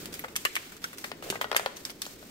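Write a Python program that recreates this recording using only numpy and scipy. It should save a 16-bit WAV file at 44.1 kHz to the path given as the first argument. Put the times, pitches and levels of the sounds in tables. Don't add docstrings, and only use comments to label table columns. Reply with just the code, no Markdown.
import sys
import numpy as np
from scipy import signal
from scipy.fft import rfft, irfft
from scipy.io import wavfile
from scipy.ndimage import uniform_filter1d

SR = 44100
rng = np.random.default_rng(int(sys.argv[2]) if len(sys.argv) > 2 else 0)


def log_audio(samples):
    frames = np.atleast_2d(samples).T
    limited = np.clip(frames, -1, 1)
    pcm = np.round(limited * 32767).astype(np.int16)
    wavfile.write(sys.argv[1], SR, pcm)


def gain_from_db(level_db):
    decades = np.asarray(level_db, float) / 20
    return 10 ** decades


N = 101429
PORT_LAG = 9


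def evened(x):
    return x / np.sqrt(np.mean(x ** 2) + 1e-20)


def colour(x, points):
    size = x.shape[-1]
    f, db = np.transpose(points)
    hz = np.fft.rfftfreq(size, 1 / SR)
    gain = gain_from_db(np.interp(np.log(hz + 1), np.log(f + 1), db))
    return irfft(rfft(x) * gain, size)


def add(mix, s, sound):
    part = mix[..., round(s * SR):][..., :sound.shape[-1]]
    part += sound[..., :part.shape[-1]]


def ring(hz, t60, size=3000):
    t = np.arange(size) / SR
    return gain_from_db(-60 * t / t60) * np.sin(2 * np.pi * hz * t)


# start in seconds, length in seconds, rustle in dB, brightness in dB.
STRETCHES = [(0, 0.055, -47.5, 4.5), (0.056, 0.071, -43, -7.5), (0.124, 0.0683, -46.5, 1.5),
             (0.202, 0.0693, -47, -3), (0.28, 0.065, -56, 2), (0.371, 0.123, -60.5, 13),
             (0.527, 0.2526, -44, -5), (0.817, 0.132, -44, -4), (0.973, 0.1347, -52, 6.5),
             (1.223, 0.1537, -39, -6), (1.411, 0.0399, -33, -13.5), (1.553, 0.063, -42.5, -3.5),
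             (1.76, 0.083, -55, 6.5), (1.856, 0.0613, -42.5, -3.5), (1.916, .08, -78.5, -25.5),
             (2.021, 0.1428, -53.5, 6), (2.18, 0.56, -64, 8)]
# frequency in Hz, level in dB.
RUSTLE_COLOUR = [(350, -45.5), (700, -10.5), (1600, -9.5), (2900, -9.5), (5000, -10), (9000, -12),
                 (10000, -18), (12000, -13.5)]


def rustle():
    rise_s, release_s, sag_db, hiss_db = 0.00136, 0.0055, -4.5, -55.5
    t = np.arange(N) / SR
    dull, bright = np.full((2, N), gain_from_db(hiss_db) ** 2) * gain_from_db([[0], [-4]])
    for s, length, db, bright_db in STRETCHES:
        sag = sag_db * (t - s) / length
        release = 18.5 * np.maximum(t - s - length, 0) / release_s
        shape = np.clip((t - s) / rise_s, 0, 1) * gain_from_db(db + sag - release)
        dull = dull + shape ** 2
        bright = bright + (shape * gain_from_db(bright_db)) ** 2
    clumps = evened(uniform_filter1d(uniform_filter1d(rng.standard_normal(N), 500), 300))
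    hits = rng.random(N) < 3000 / SR
    grains = hits * gain_from_db(np.minimum(rng.exponential(1, N), 3)) * rng.standard_normal(N)
    grains = 0.077 * evened(grains) * gain_from_db([[.8], [-.8]])
    both = evened(colour(grains + 4.8 * rng.standard_normal((2, N)), RUSTLE_COLOUR))
    low = colour(both, [(3500, -8.5), (7000, -57.5)])
    moving = low * np.sqrt(dull) + (both - low) * np.sqrt(bright)
    return moving * gain_from_db(np.sqrt(2) * clumps)


# frequency in Hz, level in dB.
AIR_COLOUR = [(15, -7), (40, -5.5), (118, -2), (222, 2), (353, 2.5), (560, -5.5), (870, -18), (2000, -17.5)]
# time in seconds, level in dB.
STIR = [
    (0, 5.5),
    (.2, 1),
    (.6, -2.5),
    (1.0, -1.5),
    (1.299, 1.5),
    (1.8, -1.5),
    (2.3, -0.5),
]


def air():
    a, b = rng.standard_normal((2, N))
    swell = evened(uniform_filter1d(uniform_filter1d(rng.standard_normal(N), 3000), 3000))
    side = 0.342 * signal.lfilter([1, -1], [1, -.96], b) + 0.0574 * b
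    hum = evened(colour(np.array([a + side, a - side]), AIR_COLOUR + [(5000, -40.5)]))
    stir_db = np.interp(np.arange(N) / SR, *np.transpose(STIR))
    return gain_from_db(-52 + stir_db + np.log(2) * swell) * hum


# start in seconds, peak in dB, fold ring in dB, fine crack in dB, ring
# in Hz.
SNAPS = [(0.0546, -26.5, -22, -13.5, 3300), (0.138, -25.5, -25, -15, 2000), (0.153, -41, -9.5, -22.5, 2400),
         (0.19, -30, -23, -14, 2780), (0.237, -36, -8.5, -15.5, 1239), (0.243, -31, -11, -22.5, 1496),
         (0.36, -16.5, -29.5, -10, 2360), (0.449, -8.5, -18, -17.5, 2900), (0.552, -25.5, -12, -6, 3000),
         (0.563, -22, -8, -15.5, 2042), (0.718, -40.5, -10.5, -8.5, 1760), (0.764, -40, -20.5, -10.5, 1494),
         (0.8387, -23, -16.5, -14.5, 2390), (0.929, -37.5, -10.5, -11.5, 1750),
         (0.981, -35, -18.5, -7, 1450), (1.4116, -16.5, -16.5, -19, 1460),
         (2.0614, -32.5, -19.5, -12, 2500),
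         (0.127, -36, -23.5, -8.5, 3500), (0.354, -25.5, -15, -14, 2330),
              (1.039, -27.5, -14, -16, 1905), (1.224, -49, -27.5, -28.5, 2800),
              (1.299, -14.5, -25.5, -15, 3160), (1.5624, -10.5, -15, -13, 2170),
              (1.569, -25.5, -30.5, -11, 1710), (1.768, -36.5, -21.5, -8.5, 4360),
              (1.849, -19.5, -20.5, -18, 5170), (1.9, -29.5, -46, -12.5, 2230),
              (2.016, -20.5, -45.5, -12, 3820), (2.051, -32.5, -12.5, -17.5, 4200)]
# frequency in Hz, level in dB.
CRACK_COLOUR = [(300, -24.5), (1500, 3.5), (4000, 3.5), (8000, 5), (10000, -0.5), (13000, 4), (15800, -7.5)]


def snap(s, db, fold_db, fine_db, hz):
    burst_s, cracks_per_s, ring_q = 0.00331, 2500, 2.2
    t = np.arange(1500) / SR
    draw, size, fuzz = rng.random((2, 1500)), rng.exponential(1, 1500), rng.standard_normal((2, 1500))
    rise = np.minimum(t / .0016, 1) ** 2
    cracks = (draw[0] < cracks_per_s / SR) * gain_from_db(1.73 * np.minimum(size, 3)) * np.sign(draw[1] - .5)
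    cracks = cracks * np.exp(-t / burst_s) * rise
    cracks = cracks + 3.8 * gain_from_db(.3 * (db + 10)) * (np.arange(1500) == 60)
    cracks = cracks / np.linalg.norm(cracks)
    fold = []
    for k in (1.05, .95):
        modes = ring(hz * k, 2.2 * ring_q / hz, size=600)
        modes = modes - .7 * ring(.64 * hz / k, 2.5 * ring_q / hz, size=600)
        modes = modes + .7 * ring(1.5 * hz * k, 1.5 * ring_q / hz, size=600)
        fold.append(np.convolve(cracks, modes)[:1500])
    fine = cracks + 0.2056 * fuzz * np.exp(-t / (1.093 * burst_s)) * rise
    fine = colour(np.pad(fine, ((0, 0), (200, 0))), CRACK_COLOUR)[:, 200:]
    sound = gain_from_db(fold_db + 20.5) * np.array(fold) + gain_from_db(fine_db + 20) * fine
    return s + 0.0011665, gain_from_db(db) * sound


def nearby(x, db):
    t = np.arange(3000) / SR
    signs = rng.choice([-1., 1.], (2, 3000))
    taps = signs * (rng.random((2, 3000)) < .08) * gain_from_db(-60 * t / 0.0549) * (t > .0015)
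    taps[1] += signal.lfilter([.12], [1, -.88], taps[0] - taps[1])
    echo = signal.fftconvolve(x, gain_from_db(db) * taps / np.linalg.norm(taps[0]), axes=1)
    return echo + np.pad(x, ((0, 0), (0, 2999)))


# frequency in Hz, t60 in seconds.
KITCHEN = [(300, 0.906), (1500, 0.508), (5000, 0.665), (14000, 0.328)]


def room(x):
    size = SR // 2
    noise = rng.standard_normal((2, size)) * (np.arange(size) / SR > .008)
    hz, frames, z = signal.stft(noise, SR, nperseg=256)
    f, t60 = np.transpose(KITCHEN)
    fade = gain_from_db(-60 * frames / np.interp(np.log(hz + 1), np.log(f), t60)[:, None])
    far = signal.istft(z * fade, SR, nperseg=256)[1][:, :size]
    return signal.fftconvolve(x, gain_from_db(-13.5) * far / np.linalg.norm(far[0]), axes=1)[:, :N]


# start in seconds, level in
# dB, pitch in Hz, t60 in seconds.
TWANGS = [(.4513, -17, 3230, .005), (.4525, -21.5, 2874, 0.046), (.453, -19, 1200, 0.025),
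          (.456, -23, 1818, 0.0353), (.5555, -26, 7980, 0.0077), (.5645, -18, 1873, 0.0133),
          (.5665, -27, 2222, 0.0275), (.5685, -28, 1740, .012), (.8395, -33.5, 3540, 0.0044),
          (.8422, -20, 5560, 0.00443), (.8425, -22.5, 1491, 0.0251), (.851, -39, 1623, .02),
          (1.3012, -24.5, 3032, .012), (1.3585, -26.5, 2133, 0.0136), (1.5645, -21, 7390, 0.007),
          (1.8515, -24, 5400, 0.01), (1.852, -25, 7470, 0.0063), (1.854, -36, 3850, 0.016),
          (2.0203, -26, 3623, 0.0111), (2.0265, -42.5, 4495, 0.053), (2.0182, -22.5, 5510, 0.01),
          (2.019, -26, 9000, 0.0026), (2.019, -27, 11500, 0.00225), (2.063, -34, 4550, .008),
          (2.0655, -30.5, 7170, 0.0066), (.1405, -29, 14700, 0.0064), (.144, -30, 9000, 0.0022),
          (.144, -38, 2240, 0.011), (.1525, -39.5, 12000, .004), (.166, -41.5, 13500, .004),
          (.1935, -27, 14100, .008), (.1935, -26, 2116, 0.0088), (.196, -29, 11670, 0.0084),
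          (1.4148, -21.5, 3220, 0.0064), (1.4215, -32.5, 1894, 0.0198), (1.4435, -26, 3170, 0.0057),
          (1.5648, -20, 1960, 0.0042), (1.5665, -28, 3300, .005), (1.5725, -26, 8800, 0.0057),
          (1.578, -25.5, 4660, 0.0118), (1.768, -30, 6340, 0.0076), (1.6605, -29, 679, 0.0307),
          (1.2405, -36, 520, .02), (1.262, -36, 560, .03), (1.268, -35, 640, .02), (1.2765, -35, 500, .025),
          (1.288, -34, 620, .025), (1.3735, -34, 520, .02), (1.2245, -38, 2900, .012),
          (1.632, -35, 640, .025)]


def twangs():
    rise_s, near_db, split = 0.000418, -5.5, 0.0363
    out, t = np.zeros((2, N)), np.arange(3000) / SR
    for s, db, hz, t60 in TWANGS:
        left = ring(hz * (1 + split), t60)
        right = np.roll(ring(hz * (1 - split), t60), PORT_LAG)
        tone = np.array([left, right]) * np.minimum(t / rise_s, 1)
        add(out, s, nearby(gain_from_db(db) * tone, near_db))
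    return out


# start in seconds, level in dB, edge click in dB, pitch as a ratio.
POPS = [(0.242, -27, -7, 1.63), (0.282, -39.5, 0, 1.49), (0.45, -24, -3.5, 0.928), (1.043, -27, 2, 0.988),
        (1.115, -25, -3, 0.88), (1.224, -30, -13, 1.15), (1.3, -27.5, 3, 0.96), (1.3241, -20.5, -22, 0.55),
        (1.339, -26, -18.5, 0.44), (1.3542, -23, -8.5, 1.176), (1.4111, -20, -4, .9),
        (1.4418, -19.5, -11.5, 0.948), (1.514, -17.5, -2.5, 0.857), (1.527, -19, -8.5, 1.006),
        (1.546, -18, -7.5, 0.926), (1.5595, -19, -13, 0.927), (1.594, -19, -7, 0.804),
        (1.6593, -15, -3.5, 0.8663), (1.896, -34, 3, 0.764), (2.064, -32, -10.5, 0.874),
        (2.226, -36.5, -7.5, 1.128)]
# frequency in Hz, level in dB, t60 in seconds.
TRAY = [(450, 1, 0.052), (545, -1, 0.03), (593.4, 2.5, 0.024), (760, -4, .018), (1032.1, -10.5, 0.1113),
        (1081, -11, 0.084), (1493.5, -2, 0.0655), (1898, 1, 0.038)]
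# frequency in Hz, level in dB.
EDGE_COLOUR = [(1000, -58), (2000, 2), (4800, -5), (6500, -18), (15000, -22)]


def pop(s, db, edge_db, ratio):
    bounce_s, bounce_db = 0.0024237, -8.5
    t = np.arange(3000) / SR
    shift = 1 + 0.0178 * rng.standard_normal(len(TRAY))
    lift = 2.0 * rng.standard_normal(len(TRAY))
    body = np.zeros(3000)
    for k, (hz, mode_db, t60) in enumerate(TRAY):
        mode = ring(hz * ratio ** 0.2765 * shift[k], t60)
        body += (-1) ** (k // 3) * gain_from_db(mode_db + lift[k]) * mode
    noise = rng.standard_normal((3, 3000))
    edge = evened(colour(noise[0] + 2.03 * noise[1:], EDGE_COLOUR))
    edge = edge * (np.exp(-t / .0008) + 0.224 * np.exp(-t / 0.0063))
    flip = gain_from_db(15) * ring(1150 * ratio, .005)
    crack = gain_from_db(edge_db + 12.5) * edge - flip
    bounce = gain_from_db(bounce_db) * np.roll(crack, round(bounce_s * SR), axis=1)
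    return s + 0.0013928, gain_from_db(db - 15.5) * (body + crack + bounce) * gain_from_db([[1.8], [-1.8]])


def thump():
    hz = 147.7
    modes = ring(hz, 0.09) + .25 * ring(0.56 * hz, 0.019)
    modes = modes + 1.46 * ring(1.37 * hz, 0.112) + 5.67 * ring(2.6 * hz, 0.0456)
    return gain_from_db(-39) * modes * np.minimum(np.arange(3000) / SR / 0.00152, 1)


def scene():
    spots = np.zeros((3, 2, N))
    hits = [(*snap(*row), -5) for row in SNAPS]
    hits += [(*pop(*row), -9) for row in POPS]
    for k, (s, sound, near_db) in enumerate(hits):
        add(spots[k % len(spots)], s, nearby(sound, near_db))
    low_cut = signal.butter(4, 360, "high", fs=SR, output="sos")
    near = signal.sosfilt(low_cut, sum(x + room(x) for x in spots))
    near[1] = np.roll(near[1], PORT_LAG)
    add(near, 1.301, thump())
    return near + rustle() + air() + twangs()


def band_limit(x):
    return signal.sosfilt(signal.butter(12, 16810, fs=SR, output="sos"), x)


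# frequency in Hz, level in dB.
MIC = [(15700, 1), (16100, -28.5), (17000, -30.5)]


def record(dry):
    mix = colour(dry, MIC)
    return band_limit(mix)


dry = scene()
out = record(dry)
log_audio(out)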